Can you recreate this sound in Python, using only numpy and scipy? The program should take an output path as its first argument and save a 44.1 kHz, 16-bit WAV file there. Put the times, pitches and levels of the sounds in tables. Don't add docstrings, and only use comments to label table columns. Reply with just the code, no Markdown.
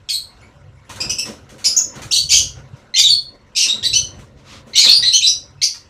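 import sys
import numpy as np
from scipy import signal
from scipy.fft import rfft, irfft
from scipy.io import wavfile

SR = 44100
rng = np.random.default_rng(int(sys.argv[2]) if len(sys.argv) > 2 else 0)


def store_wav(level_fs):
    pcm = np.round(np.clip(np.atleast_2d(level_fs), -1, 1) * 32767)
    wavfile.write(sys.argv[1], SR, pcm.T.astype(np.int16))


N = 259749


def from_db(db):
    return 10 ** (np.asarray(db) / 20)


def rms_one(x):
    return x / np.sqrt(np.mean(x ** 2) + 1e-20)


def at_hz(points, hz):
    table = np.array(points)
    return np.interp(np.log(hz), np.log(table[:, 0]), table[:, 1])


def wander(hz):
    r = np.exp(-2 * np.pi * hz / SR)
    smooth = signal.lfilter([1], [1, -2 * r, r * r], rng.standard_normal(N + SR))
    return rms_one(smooth[SR:])


def band_pass(x, low_hz, high_hz):
    return signal.sosfilt(signal.butter(2, [low_hz, high_hz], "band", fs=SR, output="sos"), x)


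def layer(spectrum, low_hz, high_hz, modes=()):
    hz = np.maximum(np.fft.rfftfreq(N, 1 / SR), 1)
    level_db = at_hz(spectrum, hz)
    for mode_hz, width, lift_db in modes:
        level_db = level_db + lift_db / (1 + (2 * (hz - mode_hz) / width) ** 2)
    shape = from_db(level_db) * (hz >= spectrum[0][0]) * (hz <= spectrum[-1][0])
    noise = irfft(rfft(rng.standard_normal(N)) * shape, N)
    in_band = shape[(hz > low_hz) & (hz < high_hz)]
    return rms_one(noise) * np.sqrt(np.sum(shape ** 2) / np.sum(in_band ** 2))


# start in seconds, length in seconds, pitch at the start, middle and end in Hz,
# effort in dB, level change per partial in dB, half lines in dB, roughness from 0 to 1.
NOTES = [(0.088, 0.0059, 3450, 3390, 3440, -9.5, -14, -7, 0.54),
         (0.088, 0.02, 2735, 2328, 2140, -17, -1.5, -20, 0.43),
         (0.097, 0.034, 4490, 4340, 4260, -15, 3, -32, 0.25),
         (0.133, 0.03, 3766, 4120, 4390, -12, 2, -41, 0.08),
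         (0.418, 0.023, 2150, 2206, 2250, -30, -22, -30.0, 0.22),
         (0.771, 0.025, 2350, 2200, 2210, -37, -37, -36.0, 0.0),
         (1.003, 0.014, 2420, 2480, 2770, -10, -2, -17, 0.22),
         (1.094, 0.018, 2490, 2585, 2700, -14, -1.7, -25, 0.34),
         (1.095, 0.016, 3025, 2850, 3120, -12.5, -1, -31, 0.12),
         (1.184, 0.014, 2667, 2565, 2920, -10, 0.3, -20, 0.2),
         (1.642, 0.014, 2158, 2284, 3070, -11, -0.3, -10, 0.5),
         (1.652, 0.024, 5520, 5100, 5010, -4.5, 2.5, -48.5, 0.36),
         (1.655, 0.014, 6800, 6940, 6950, -8, -8, -21.5, 0.17),
         (1.764, 0.019, 5840, 6850, 6800, 0.2, -4, -29.5, 0.09),
         (1.768, 0.033, 5520, 5450, 5290, -17.5, -8, -12, 0.16),
         (2.109, 0.017, 2534, 2974, 4170, -6.4, -2.5, -40.5, 0.01),
         (2.124, 0.027, 4590, 4320, 3720, -7.0, -0.5, -24, 0.32),
         (2.155, 0.014, 2840, 3090, 3410, -6, -3, -27, 0.48),
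         (2.162, 0.035, 3870, 4340, 4630, -7.5, -0.5, -36, 0.23),
         (2.29, 0.013, 3080, 3180, 2850, -11.5, -2.5, -17, 0.55),
         (2.303, 0.03, 2306, 2277, 2270, -8.5, -0.45, -10, 0.3),
         (2.316, 0.037, 2316, 3118, 3366, -3.5, -1.75, -4, 0.24),
         (2.356, 0.033, 3167, 3183, 2950, -6, -1.1, -9, 0.4),
         (2.939, 0.017, 1983, 2058, 2123, -0.7, -7, -21, 0.16),
         (2.959, 0.029, 2677, 3484, 3770, -1.5, -9, -17.5, 0.28),
         (2.978, 0.054, 5700, 5700, 6520, -14, 6, -3, 0.42),
         (2.981, 0.019, 2416, 2420, 2156, -3.6, -2, -1, 0.15),
         (3.034, 0.051, 3900, 3622, 3453, 0.1, -16, -48, 0.18),
         (3.085, 0.052, 4700, 4408, 4366, -2, -6.5, -50, 0.06),
         (3.55, 0.02, 2404, 2586, 2484, -17, -4, -6, 0.2),
         (3.562, 0.053, 2693, 2766, 2904, -11.5, -1.65, -2.0, 0.86),
         (3.61, 0.037, 2918, 2697, 2627, -7, -3.1, -9, 0.5),
         (3.683, 0.031, 3760, 3810, 3934, -6.5, -10, -39, 0.21),
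         (3.827, 0.03, 1802, 1880, 2066, -9.5, -1, -17, 0.28),
         (3.84, 0.019, 4310, 4670, 4400, -14, -1, -20, 0.66),
         (3.86, 0.014, 3990, 3925, 4030, -5.5, -3, -31, 0.03),
         (3.931, 0.015, 2520, 2825, 3010, -6.5, -4.5, 2, 0.15),
         (3.938, 0.034, 4505, 4280, 4145, -13, -3, -28.5, 0.15),
         (3.95, 0.027, 2935, 2970, 3107, -3.5, -4.5, -23.5, 0.01),
         (4.733, 0.033, 2033, 2130, 2460, -11, -7.5, -21.5, 0.3),
         (4.753, 0.03, 2965, 2884, 3154, -3, -11.5, -28.5, 0.24),
         (4.757, 0.031, 3710, 3950, 4503, -3, -5, -16, 0.29),
         (4.76, 0.0484, 5950, 5390, 5280, -15.5, 4.5, -14.5, 0.55),
         (4.78, 0.044, 4233, 4460, 4700, -4.5, -11, 0, 0.51),
         (4.825, 0.071, 4370, 3897, 3440, -1.5, -14.5, -27, 0.32),
         (4.878, 0.013, 2460, 2550, 3100, -2, -14.5, -25.5, 0),
         (4.888, 0.048, 4313, 4370, 4343, -1.5, -12, -38.5, 0.2),
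         (4.905, 0.022, 5790, 5430, 5100, -14, -4, -26.5, 0.1),
         (4.919, 0.018, 4425, 4610, 4850, -2.8, -11, -43.5, 0.2),
         (4.947, 0.031, 4700, 4754, 4740, -5, -2.5, -30.5, 0.19),
         (5.025, 0.0153, 1886, 1890, 2010, 1.2, -4, -25, 0.18),
         (5.049, 0.042, 4174, 4090, 3964, -2.5, -14, -28.0, 0.27),
         (5.122, 0.036, 2526, 3063, 2880, -12, -1, -19.0, 0.14),
         (5.128, 0.019, 3860, 4400, 3992, -3, -12.5, -30, 0.11),
         (5.134, 0.035, 3053, 2957, 3285, -2, -8, -34.5, 0.2),
         (5.21, 0.016, 2250, 2620, 2890, -6, -13.5, -18, 0),
         (5.222, 0.045, 3654, 4056, 3957, -2.5, -9, -28, 0.17),
         (5.262, 0.032, 4600, 5796, 5855, -5.5, -12.7, -15, 0.19),
         (5.267, 0.023, 4740, 5030, 5220, -9.5, -4, -14, 0.2),
         (5.575, 0.048, 2605, 2620, 2690, -42.5, -15, -25.0, 0.23),
         (5.616, 0.007, 1986, 2100, 2270, -3.5, -2, -8.5, 0.37),
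         (5.62, 0.028, 4290, 4724, 4645, -8, -2, -37.0, 0.17),
         (5.625, 0.022, 6420, 6090, 5900, -13.5, -2, -27, 0.11),
         (5.63, 0.013, 5280, 5284, 5450, -7, -8, -9, 0.56)]
# pitch in Hz, level in dB.
THROAT = [(1800, -6), (3000, -7.5), (4200, -1.5), (6200, 1.5), (7400, -6.5), (9000, -15), (12000, -21.5),
          (18000, -38.5)]
THROAT_CUT_HZ = 2522
PERCHES = 3
WOBBLE, TREMOR_DB = .11, 6
QUAVER = .006
ATTACK_S, CLEAN_ATTACK = 0.0022, 0.39
FADE_S = 0.00043
BLOOM_S = 0.0014
HALF_FALL_DB = -7
SHUT_BELOW_HZ, SHUT_LOSS_DB = 2200, -12


def birds():
    perches = np.zeros((PERCHES, N))
    pitch_noise, slow_noise, level_noise = wander(590), wander(60), wander(630)
    for k, (start, length, hz0, hz1, hz2, effort_db, fall_db, half_db, rough) in enumerate(NOTES):
        first, t = round(start * SR), np.arange(round(length * SR)) / SR
        span = slice(first, first + len(t))
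        glide = np.interp(t / length, [0, .5, 1], [hz0, hz1, hz2])
        pitch = glide * (1 + WOBBLE * rough * pitch_noise[span] + QUAVER * slow_noise[span])
        phase = 2 * np.pi * np.cumsum(pitch) / SR

        attack_s = max(ATTACK_S, CLEAN_ATTACK * length * (1 - 4.0 * rough))
        ramp = np.clip(np.minimum(t / attack_s, (length - t) / FADE_S), 0, 1)
        tremor = from_db(TREMOR_DB * rough * level_noise[span])
        swell = np.sqrt(2) * np.sin(np.pi / 2 * ramp) * tremor

        for multiple in np.arange(1, 13) / 2:
            level_db = effort_db + fall_db * (multiple - 1) + at_hz(THROAT, multiple * glide)
            if hz1 < SHUT_BELOW_HZ and multiple > 2:
                level_db += SHUT_LOSS_DB
            if multiple % 1:
                level_db += half_db + HALF_FALL_DB * abs(multiple - 3 / 2)
            in_range = multiple * glide < SR / 2.5
            bloom = np.clip(t / (BLOOM_S * max(multiple - 2, .1)), 0, 1) ** 2
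            perches[k % PERCHES, span] += in_range * bloom * swell * from_db(level_db) * np.sin(multiple * phase)
    return signal.sosfilt(signal.butter(6, THROAT_CUT_HZ, "high", fs=SR, output="sos"), perches)


# pitch in Hz, time to die by 60 dB in seconds.
ROOM_T60 = [(1500, 0.23), (4000, 0.29), (8000, 0.26), (14000, 0.23)]
DIRECT_DB, ECHO_DB = -10, -8.0
ECHO_RISE_S = 0.0039


def room(x):
    t, edges = np.arange(SR) / SR, 500 * 2 ** np.arange(0, 5.3, .5)
    echoes = np.zeros(len(t))
    for low, high in zip(edges, edges[1:]):
        band = band_pass(rng.standard_normal(len(t)), low, high)
        echoes += band * from_db(-60 * t / at_hz(ROOM_T60, np.sqrt(low * high)))
    echoes *= np.clip(t / ECHO_RISE_S, 0, 1) ** 2
    echoes /= np.sqrt(np.sum(echoes ** 2))
    return from_db(DIRECT_DB) * x + from_db(ECHO_DB) * signal.fftconvolve(x, echoes)[:N]


AIR_HZ = (700, 1650)
# start in seconds, peak level in dB before the room, time to fall by 9 dB in seconds.
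FLAPS = [(0.894, -36, 0.031), (0.959, -35.5, 0.01), (1.254, -35.5, 0.037), (1.492, -44.5, 0.029),
         (1.582, -44.5, 0.045), (1.955, -40, 0.022), (2.018, -33, 0.021), (2.765, -58, 0.023),
         (3.662, -34.5, 0.026), (4.19, -49, 0.028), (4.669, -53, 0.075), (4.843, -22.5, 0.036),
         (5.745, -37.5, 0.0083)]
# pitch in Hz, relative level in dB per Hz.
FLAP = [(380, -46.5), (650, -10), (1090, -1), (2830, -3), (4570, -2.5), (4950, -12), (5880, 0),
        (15500, -23.5)]


def wings():
    t, puffs = np.arange(N) / SR, np.zeros(N)
    for start, peak_db, length in FLAPS:
        puffs += (t >= start) * from_db(peak_db - 9 * np.maximum(t - start, 0) / length)
    return puffs * layer(FLAP, *AIR_HZ)


# time of the peak in seconds, length in seconds, peak level in dB.
SWISHES = [(4.4, 0.11, -55.5), (4.535, 0.24, -41), (2.8, 0.1, -60)]
# pitch in Hz, relative level in dB per Hz.
SWISH = [(410, -40), (700, -10), (1260, 0), (1510, -8.5), (2030, -3), (4110, -3.5), (6600, -9),
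         (15000, -37)]


def swishes():
    t, swell = np.arange(N) / SR, np.zeros(N)
    for peak, length, peak_db in SWISHES:
        swell += from_db(peak_db) * np.cos(np.pi * np.clip((t - peak) / length, -.5, .5)) ** 2
    return swell * layer(SWISH, 700, 15000)


# start in seconds, level in dB before mode levels, chance and the room.
TINKLES = [(.414, -49.5), (.755, -58.5), (.85, -56)]
# pitch in Hz, relative level in dB, time to die by 60 dB in seconds.
CHAIN = [(7040, 8, .1), (10500, -6, .1), (9900, -10, .08)]


def chain():
    out = np.zeros(N)
    for start, peak_db in TINKLES:
        t = np.maximum(np.arange(N) / SR - start, 0)
        for hz, mode_db, t60 in CHAIN:
            level_db = peak_db + mode_db + rng.normal(0, 2) - 60 * t / t60
            out += from_db(level_db) * np.sin(2 * np.pi * hz * t)
    return out


# pitch in Hz, relative level in dB per Hz.
RUSTLE = [(380, -35), (650, -15), (732, 2.5), (848, 4.5), (1520, 2), (2170, -2.5), (5290, -12), (6370, -12),
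          (15500, -40)]
GRAIN_DB, PATCH_DB = 1.0, 1.3


def rustle():
    noise, edges = layer(RUSTLE, *AIR_HZ), 600 * 2 ** np.arange(0, 5.1, .5)
    patches = np.zeros(N)
    for low, high in zip(edges, edges[1:]):
        patches += from_db(PATCH_DB * wander(19)) * band_pass(noise, low, high)
    return from_db(GRAIN_DB * wander(72)) * patches


# start in seconds, length in seconds, beats per second,
# peak level in dB.
FLIGHTS = [(0.538, 0.096, 17, -42), (0.947, .23, 20, -35.5), (1.949, 0.17, 22, -35),
           (2.224, 0.29, 19, -33.5), (2.583, 0.1, 19, -46), (2.72, 0.033, 18.5, -25),
           (3.805, .45, 19.6, -38), (4.341, .045, 19, -35), (4.587, 0.065, 19, -42),
           (4.835, 0.25, 21, -48.5)]
BEAT_DEPTH = 0.93
TAKE_OFF_S, THRUM_WAVER_DB = 0.028, 4


def throb(rest):
    t, level = np.arange(N) / SR, rest * from_db(THRUM_WAVER_DB * wander(4))
    for start, length, per_s, peak_db in FLIGHTS:
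        aloft = np.clip(np.minimum(t - start, start + length - t) / TAKE_OFF_S, 0, 1)
        beat = 1 - BEAT_DEPTH * np.cos(np.pi * per_s * (t - start)) ** 2
        level = np.hypot(level, from_db(peak_db) * aloft * beat)
    return level


# time in seconds, feather rustle in dB, wood drumming in dB, low thrum in dB
STIR = [(0.0, -51.5, -59.5, -45), (0.29, -59, -57, -50), (0.43, -71, -53, -50), (0.93, -47.5, -60, -41.5),
        (1.1, -47.5, -45, -44), (1.39, -48.5, -51, -49.5), (1.93, -51, -51.5, -48), (2.12, -53.5, -53, -50),
        (2.48, -50.5, -53, -39), (2.85, -48.5, -52.5, -52), (3.08, -58, -60.5, -47), (3.71, -49, -54, -56),
        (3.85, -51, -46, -45), (4.0, -50, -45.5, -34.5), (4.35, -53, -51, -51.5), (4.89, -47, -54.5, -48),
        (5.1, -61.5, -62, -49.5), (5.43, -51, -52, -49), (5.69, -54.5, -62, -47), (5.89, -52, -55.5, -47)]
# time of the peak in seconds, rustle in dB, drumming in dB, rise in seconds,
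# fall in seconds; rise and fall are each the time for 12 dB.
SHIFTS = [(.4, -45.5, -61, 0.25, 0.36), (.9, -36, -43.5, 0.0081, 0.17), (1.05, -33.5, -34, 0.081, 0.073),
          (1.288, -36, -33.5, .03, 0.068), (1.53, -61, -43.5, 0.022, 0.093), (1.66, -41.5, -44, 0.11, 0.15),
          (1.801, -35.5, -60, .02, 0.035), (1.87, -61, -41.5, 0.02, 0.077),
          (1.98, -34.5, -38.5, 0.064, 0.13), (2.43, -44, -39, .04, 0.04),
          (2.589, -41.5, -44.5, 0.043, 0.054), (2.76, -50, -52.5, 0.039, 0.052),
          (3.35, -52.5, -47.5, 0.1, 0.039), (3.669, -41.5, -45, .01, 0.065),
          (3.77, -41, -42.5, 0.098, 0.093), (4.212, -43.5, -50, 0.22, 0.045),
          (4.54, -52.5, -45, 0.046, 0.067), (4.671, -51, -44, 0.0084, 0.086),
          (4.871, -44, -32, 0.024, 0.053), (5.0, -40.5, -46, 0.059, 0.11), (5.13, -66, -63, .02, 0.083)]
# pitch in Hz, relative level in dB per Hz.
DRUMMING = [(97, -32.5), (165, -1), (253, -1), (286, -3.5), (329, 2.5), (527, 6), (700, -1.5), (910, -38),
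            (1540, -120)]
THRUM = [(40, -22.5), (46, -16), (52, 3.5), (145, -1), (160, -13.5), (170, -15)]
RUMBLE = [(8.8, -35), (15, -10), (27, -12.5), (48, -1.5), (62, -25.5), (110, -120)]
# pitch in Hz, width in Hz, lift in dB.
WOOD = [(62, 8.5, 5.5), (79, 11, -2), (97.1, 32, 8.5), (136.3, 8.7, 11.5), (185, 33, 4), (215.8, 47, 12.5),
        (285.1, 38, 13.5), (374, 3.3, 10), (512, 17, 5.5), (577, 24, 6)]
WOOD_HZ, THRUM_HZ, RUMBLE_HZ = (170, 650), (40, 165), (10, 49)
RUMBLE_DB = -62


def stirring():
    t, (times, *columns) = np.arange(N) / SR, np.transpose(STIR)
    rustling, drumming, rest = from_db([np.interp(t, times, column) for column in columns])
    for peak, rustle_db, drumming_db, rise, fall in SHIFTS:
        swell_db = -12 * np.maximum((peak - t) / rise, (t - peak) / fall)
        rustling = np.hypot(rustling, from_db(rustle_db + swell_db))
        drumming = np.hypot(drumming, from_db(drumming_db + swell_db))
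    feathers = rustling * rustle()
    walls = drumming * layer(DRUMMING, *WOOD_HZ, WOOD)
    thrum = throb(rest) * layer(THRUM, *THRUM_HZ, WOOD)
    rumble = from_db(RUMBLE_DB) * layer(RUMBLE, *RUMBLE_HZ)
    return feathers + walls + thrum + rumble


def scene():
    voices = sum(room(voice) for voice in birds())
    return (voices + room(wings() + chain()) + stirring() + swishes())[None]


CUTOFF_HZ = 15800


def record(dry):
    overloaded = np.clip(dry, -.97, .97)
    return signal.sosfilt(signal.cheby2(20, 80, CUTOFF_HZ, fs=SR, output="sos"), overloaded)


dry = scene()
out = record(dry)
store_wav(out)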